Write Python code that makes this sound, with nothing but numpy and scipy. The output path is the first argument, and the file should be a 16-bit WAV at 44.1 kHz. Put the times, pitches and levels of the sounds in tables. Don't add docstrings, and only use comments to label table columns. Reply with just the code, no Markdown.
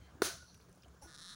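import sys
import numpy as np
from scipy import signal
from scipy.fft import rfft, irfft
from scipy.io import wavfile
from scipy.ndimage import uniform_filter1d

SR = 44100
rng = np.random.default_rng(int(sys.argv[2]) if len(sys.argv) > 2 else 0)


def wav_record(signal):
    frames = np.transpose(np.atleast_2d(signal))
    bounded = np.clip(frames, -1, 1)
    quanta = np.round(bounded * 32767).astype(np.int16)
    wavfile.write(sys.argv[1], SR, quanta)


N = 59535
T = np.arange(N) / SR
HZ = np.fft.rfftfreq(N, 1 / SR)

# (frequency [Hz], relative level [dB])
AIR_COLOUR = [(25, -25), (55, -4), (130, 2), (230, -7.5), (480, -11), (800, -16), (1550, -14.5),
              (2000, -25), (4000, -26.5), (6800, -24), (8100, -32.5), (10200, -29), (13300, -44.5),
              (15500, -26)]
# (time [s], gain [dB])
AIR_LOWS_FADER = [(0, 0.5), (.19, 4.5), (.45, -0.5), (.6, 0.5), (.95, 2), (1.15, -2), (1.35, -1.5)]
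# (time [s], level [dB])
RUMBLE_FADER = [(0, -66), (.07, -62), (.3, -66), (.38, -61.5), (.5, -69.5), (.8, -82.5), (.92, -61.5),
                (.99, -70), (1.05, -58), (1.13, -79), (1.35, -76)]
# (peak time [s], level [dB], centre [Hz], half length [s], width [octaves])
RING_SWELLS = [(0.044, -77, 3130, 0.063, 0.042), (0.055, -77, 4200, 0.045, .1),
               (0.055, -74.5, 2110, 0.058, 0.18), (0.202, -56.5, 321, 0.018, .08),
               (.278, -50, 380, 0.01, .06), (0.329, -57.5, 669, 0.026, 0.056),
               (0.309, -52.5, 1500, 0.028, 0.031), (0.423, -59, 1454, 0.024, 0.032),
               (0.501, -66, 4290, 0.023, 0.09), (0.527, -70.5, 5870, 0.053, 0.052)]
# (time [s], level [dB], centre [Hz], t60 [s], width [octaves])
HANDLING_BUMPS = [(.075, -64.5, 685, .1, 0.1), (.15, -62, 267, 0.24, 0.23), (.335, -55, 103, 0.15, 0.17),
                  (.422, -62, 650, 0.051, .6), (.598, -61.5, 396, 0.098, 0.8),
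                  (.683, -59.5, 400, 0.11, 0.57), (.77, -63.5, 420, 0.067, 0.6),
                  (.857, -63, 654, 0.053, 0.23), (.943, -63, 450, 0.037, 0.71)]
# (frequency [Hz], level [dB], t60 [s], build-up [s])
CASE_MODES = [(400, -6, 0.017, 0.0024), (646, -29.5, 0.039, 0.00033), (1148, -30.5, 0.031, 0.003),
              (1440, -19.5, 0.02, 0.00035), (3660, -33, 0.02, 0.00042), (4100, -35, .02, 0.00085)]
# (frequency [Hz], relative level [dB])
CRACK_COLOUR = [(150, -16), (400, -25), (900, 1), (1700, 6), (2900, -13.5), (4100, 2), (4800, -11),
                (6200, -1), (7500, -15), (10000, -7.5), (13500, -25), (15300, -4)]
# (frequency [Hz], relative level [dB])
WASH_COLOUR = [(60, -27), (180, -7), (420, -2.5), (650, -3.5), (850, -7.5), (1200, -2), (1460, 1),
               (1800, -6.5), (3000, -5.5), (4300, -0.5), (5000, -4), (6200, 0.5), (7700, -9), (9700, -3),
               (11500, -12), (13500, -20), (15300, -8)]
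# (centre [Hz], t60 [s])
WASH_DECAY = [(200, 0.11), (500, 0.23), (1450, 0.35), (2500, 0.3), (5500, 0.38), (9500, 0.26),
              (15000, 0.26)]
# (frequency [Hz], relative level [dB])
ECHO_COLOUR = [(300, -38), (1000, -18), (1450, 2), (2000, -26), (3300, -14), (4300, 8), (5000, 1.5),
               (6000, 10.5), (7700, -24), (10000, 2), (13000, -22)]
# (frequency [Hz], relative level [dB])
CRACKLE_COLOUR = [(300, -27), (2000, -10), (5000, 1), (10000, 10), (13000, -8), (15500, -10)]
# (time [s], level [dB], centre [Hz], t60 [s], width [octaves])
HANDLING_TICKS = [(.544, -59, 3600, 0.035, 1), (.612, -67.5, 4340, 0.053, 0.32), (.822, -63, 5180, .05, .1),
                  (.833, -59.5, 2630, 0.031, 0.73), (.844, -66, 3030, 0.055, 0.15),
                  (.882, -71, 2600, 0.038, 0.27), (.882, -67, 7360, 0.026, 0.23)]
# (frequency [Hz], relative level [dB])
SLIDE_COLOUR = [(100, -3), (330, -8), (560, -15.5), (850, -5), (1200, -19), (1450, -14), (2000, -19.5),
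                (3000, -25), (4400, -19.5), (5000, -22), (5550, -4.5), (6150, -8), (6800, -23), (8000, -22),
                (10100, -11), (12000, -34), (15500, -22)]
# (delay [s], frequency [Hz], level [dB], t60 [s])
HOLLOW_TONES = [(0.0032, 545, -52.5, 0.077), (0.0068, 845, -50.5, 0.11), (0.0405, 335, -54.5, 0.16),
                (0.029, 1455, -62, 0.87)]
# (time [s], rate [slips/s])
SLIP_PACE = [(1.07, 117), (1.0852, 368), (1.1073, 164), (1.1402, 108), (1.1463, 262), (1.1576, 188),
             (1.1728, 22), (1.1923, 254), (1.2095, 101), (1.2173, 268), (1.2312, 264), (1.2378, 144),
             (1.2573, 211), (1.2707, 157), (1.3196, 257), (1.3294, 352), (1.35, 201)]
# (time [s], gain [dB])
SLIP_FADER = [(1.07, -12), (1.1, -8), (1.145, -2), (1.19, -1.5), (1.25, -1), (1.295, 0.6), (1.325, -3.5),
              (1.35, -4.5)]
# (frequency [Hz], gain [dB])
SLIP_COLOUR = [(60, -15), (170, -10.5), (450, -29), (900, -35), (1300, -11.5), (1780, -11.5), (2350, -25),
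               (3000, -20.5), (3700, -3.5), (4250, -3.5), (4650, -11), (5300, -4.5), (6100, -9),
               (6700, -14), (8200, -15), (9800, -9.5), (11200, -23), (12200, -30), (13200, -37),
               (15300, -28)]
# (time [s], gain [dB])
BITE_FADER = [(1.07, -34), (1.18, -13), (1.23, 1.5), (1.29, 2.5), (1.33, 4), (1.35, -8)]
# (frequency [Hz], level [dB], t60 [s])
CASE_RING = [(179, -69.5, 0.063), (1260, -66.5, 0.056), (1430, -72.5, 0.053), (1623, -72, 0.14),
             (1735, -65.5, .05), (3820, -72, 0.058)]
# (time [s], level [dB])
HISS_FADER = [(1.04, -100), (1.07, -82), (1.13, -90), (1.17, -67), (1.21, -74), (1.27, -66), (1.35, -82)]


def amp(db):
    return 10 ** (np.asarray(db) / 20)


def unit(x):
    return x / np.sqrt(np.mean(x ** 2) + 1e-20)


def over_hz(points, hz=HZ):
    knots, values = np.transpose(points)
    return np.interp(np.log(hz + 1), np.log(knots), values)


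def over_time(points):
    return np.interp(T, *np.transpose(points))


def noise(spectrum_db):
    return unit(irfft(rfft(rng.standard_normal(N)) * amp(spectrum_db), N))


def band(hz, octaves):
    return noise(-20 * np.log10(1 + (np.log2((HZ + 1) / hz) / octaves) ** 2))


def rise(age, length):
    return np.clip(age / length, 0, 1)


def fade(age, t60):
    return np.exp(-np.log(1000) * np.maximum(age, 0) / t60)


def through(x, response):
    return signal.fftconvolve(x, response)[:N]


def click(colour, size=4096):
    log_gain = np.log(amp(over_hz(colour, abs(np.fft.fftfreq(size, 1 / SR)))))
    spectrum = np.exp(np.conj(signal.hilbert(log_gain)))
    return np.fft.ifft(spectrum).real[:size // 2]


def wavering(hz, wander_hz, depth=0.23):
    slow = over_hz([(1, 0), (12, 0), (30, -40), (100, -100)])
    pitch = hz + wander_hz * noise(slow)
    strength = 1 + depth * noise(slow)
    return unit(np.sin(2 * np.pi * np.cumsum(pitch) / SR) * strength)


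def air(level_db=-64.5, patchy_db=2, split_hz=3700):
    spectrogram = signal.stft(noise(over_hz(AIR_COLOUR)), nperseg=512)[2]
    patches = uniform_filter1d(rng.standard_normal(spectrogram.shape), size=8, axis=0)
    patches = unit(uniform_filter1d(patches, size=7, axis=1))
    bed = unit(signal.istft(spectrogram * amp(patchy_db * patches))[1][:N])
    lows = signal.sosfiltfilt(signal.butter(2, split_hz, fs=SR, output="sos"), bed)
    return amp(level_db) * (bed + lows * (amp(over_time(AIR_LOWS_FADER)) - 1))


def rumble_and_hum():
    rumble = amp(over_time(RUMBLE_FADER)) * wavering(hz=70.8, wander_hz=3.2)
    hum = amp(-73) * wavering(hz=176, wander_hz=2.5)
    return rumble + hum


def swells():
    return sum(amp(db) * np.exp(-((T - peak) / half_length) ** 2) * band(hz, octaves)
               for peak, db, hz, half_length, octaves in RING_SWELLS)


def handling(contacts, attack_s):
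    return sum(amp(db) * rise(T - start, attack_s) * fade(T - start - attack_s, t60) * band(hz, octaves)
               for start, db, hz, t60, octaves in contacts)


def knock(start_s, low_cut_hz=153):
    age = np.maximum(T - start_s, 0)
    thump = sum(amp(db) * (1 - np.exp(-age / build)) * fade(age, t60) * -np.sin(2 * np.pi * hz * age)
                for hz, db, t60, build in CASE_MODES)
    thump = signal.sosfilt(signal.butter(2, low_cut_hz, "high", fs=SR, output="sos"), thump)
    crack = amp(-25.5) * rise(age, 0.0001) * fade(age, t60=0.025) * noise(over_hz(CRACK_COLOUR))
    return thump + crack


def wash(start_s, level_db=-35, bloom_s=0.036, bloom_db=5.5):
    age = T - start_s
    spectrum = rfft(noise(over_hz(WASH_COLOUR)))
    centres, t60s = np.transpose(WASH_DECAY)
    scattered = np.zeros(N)
    for solo, t60 in zip(np.eye(len(centres)), t60s):
        crossover = over_hz(list(zip(centres, solo)))
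        scattered += irfft(spectrum * crossover, N) * fade(age - bloom_s, t60)
    bloom = amp(level_db - bloom_db * (1 - rise(age, bloom_s))) * rise(age, 0.0012)
    echo = amp(-54.5) * rise(age, bloom_s) * fade(age, t60=1.04) * noise(over_hz(ECHO_COLOUR))
    return scattered * bloom + echo


def crackle(start_s, end_s, ticks_per_s=35):
    hits = (rng.random(N) < ticks_per_s / SR) * (T > start_s) * (T < end_s)
    envelope = through(hits * rng.uniform(0.61, 2.8, N), fade(T, t60=0.012))
    return amp(-73) * envelope * noise(over_hz(CRACKLE_COLOUR))


def slide(start_s, hold_s=0.041):
    age = T - start_s
    envelope = rise(age, 0.011) * fade(age - hold_s, t60=0.16)
    hiss = amp(-57.5) * envelope * noise(over_hz(SLIDE_COLOUR))
    tones = sum(amp(db) * rise(age - delay, 0.0058) * fade(age - delay, t60) * np.sin(2 * np.pi * hz * age)
                for delay, hz, db, t60 in HOLLOW_TONES)
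    return hiss + tones


def stick_slip(scatter_db=0.8):
    cycles = np.cumsum(over_time(SLIP_PACE) * (T >= SLIP_PACE[0][0])) / SR
    impulses = np.diff(np.floor(cycles + 0.5), prepend=0)
    return impulses * amp(scatter_db * rng.standard_normal(N))


def shell_smear(x, lag_s=0.00031, corner_hz=4800):
    lag = lag_s / (1 + (HZ / corner_hz) ** 2)
    phase = 2 * np.pi * np.cumsum(lag) * SR / N
    return irfft(rfft(x) * np.exp(-1j * phase), N)


def creak(bite_hz=4000, tail_db=-11.5):
    slips = stick_slip()
    clicks = amp(-18.5) * through(slips * amp(over_time(SLIP_FADER)), click(SLIP_COLOUR))
    ping = amp(-45.5) * rise(T, 0.00054) * fade(T, t60=0.0048) * np.cos(2 * np.pi * bite_hz * T)
    bite = through(slips * amp(over_time(BITE_FADER)), ping)
    rasp = shell_smear(clicks + bite)
    diffuse = rng.standard_normal(N) * fade(T, t60=0.044) * rise(T, 0.0048)
    tail = amp(tail_db) * through(rasp, diffuse / np.linalg.norm(diffuse))
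    ring = sum(amp(db) * fade(T, t60) * np.sin(2 * np.pi * hz * T) for hz, db, t60 in CASE_RING)
    hiss = amp(over_time(HISS_FADER)) * band(hz=5450, octaves=0.15)
    return rasp + tail + through(slips, ring) + hiss


def scene(knock_s=0.2198):
    ticks = handling(HANDLING_TICKS, attack_s=0.00068)
    bumps = handling(HANDLING_BUMPS, attack_s=0.0031)
    grip = crackle(start_s=0.36, end_s=0.8)
    ambience = air() + rumble_and_hum()
    hit = knock(knock_s) + wash(knock_s)
    return (ambience + swells() + bumps + hit + grip + ticks + slide(start_s=1.013) + creak())[None]


def record(dry, cutoff_hz=15850):
    low_pass = signal.firwin(511, cutoff_hz, window=("kaiser", 8), fs=SR)
    return signal.oaconvolve(dry, low_pass[None], "same")


dry = scene()
out = record(dry)
wav_record(out)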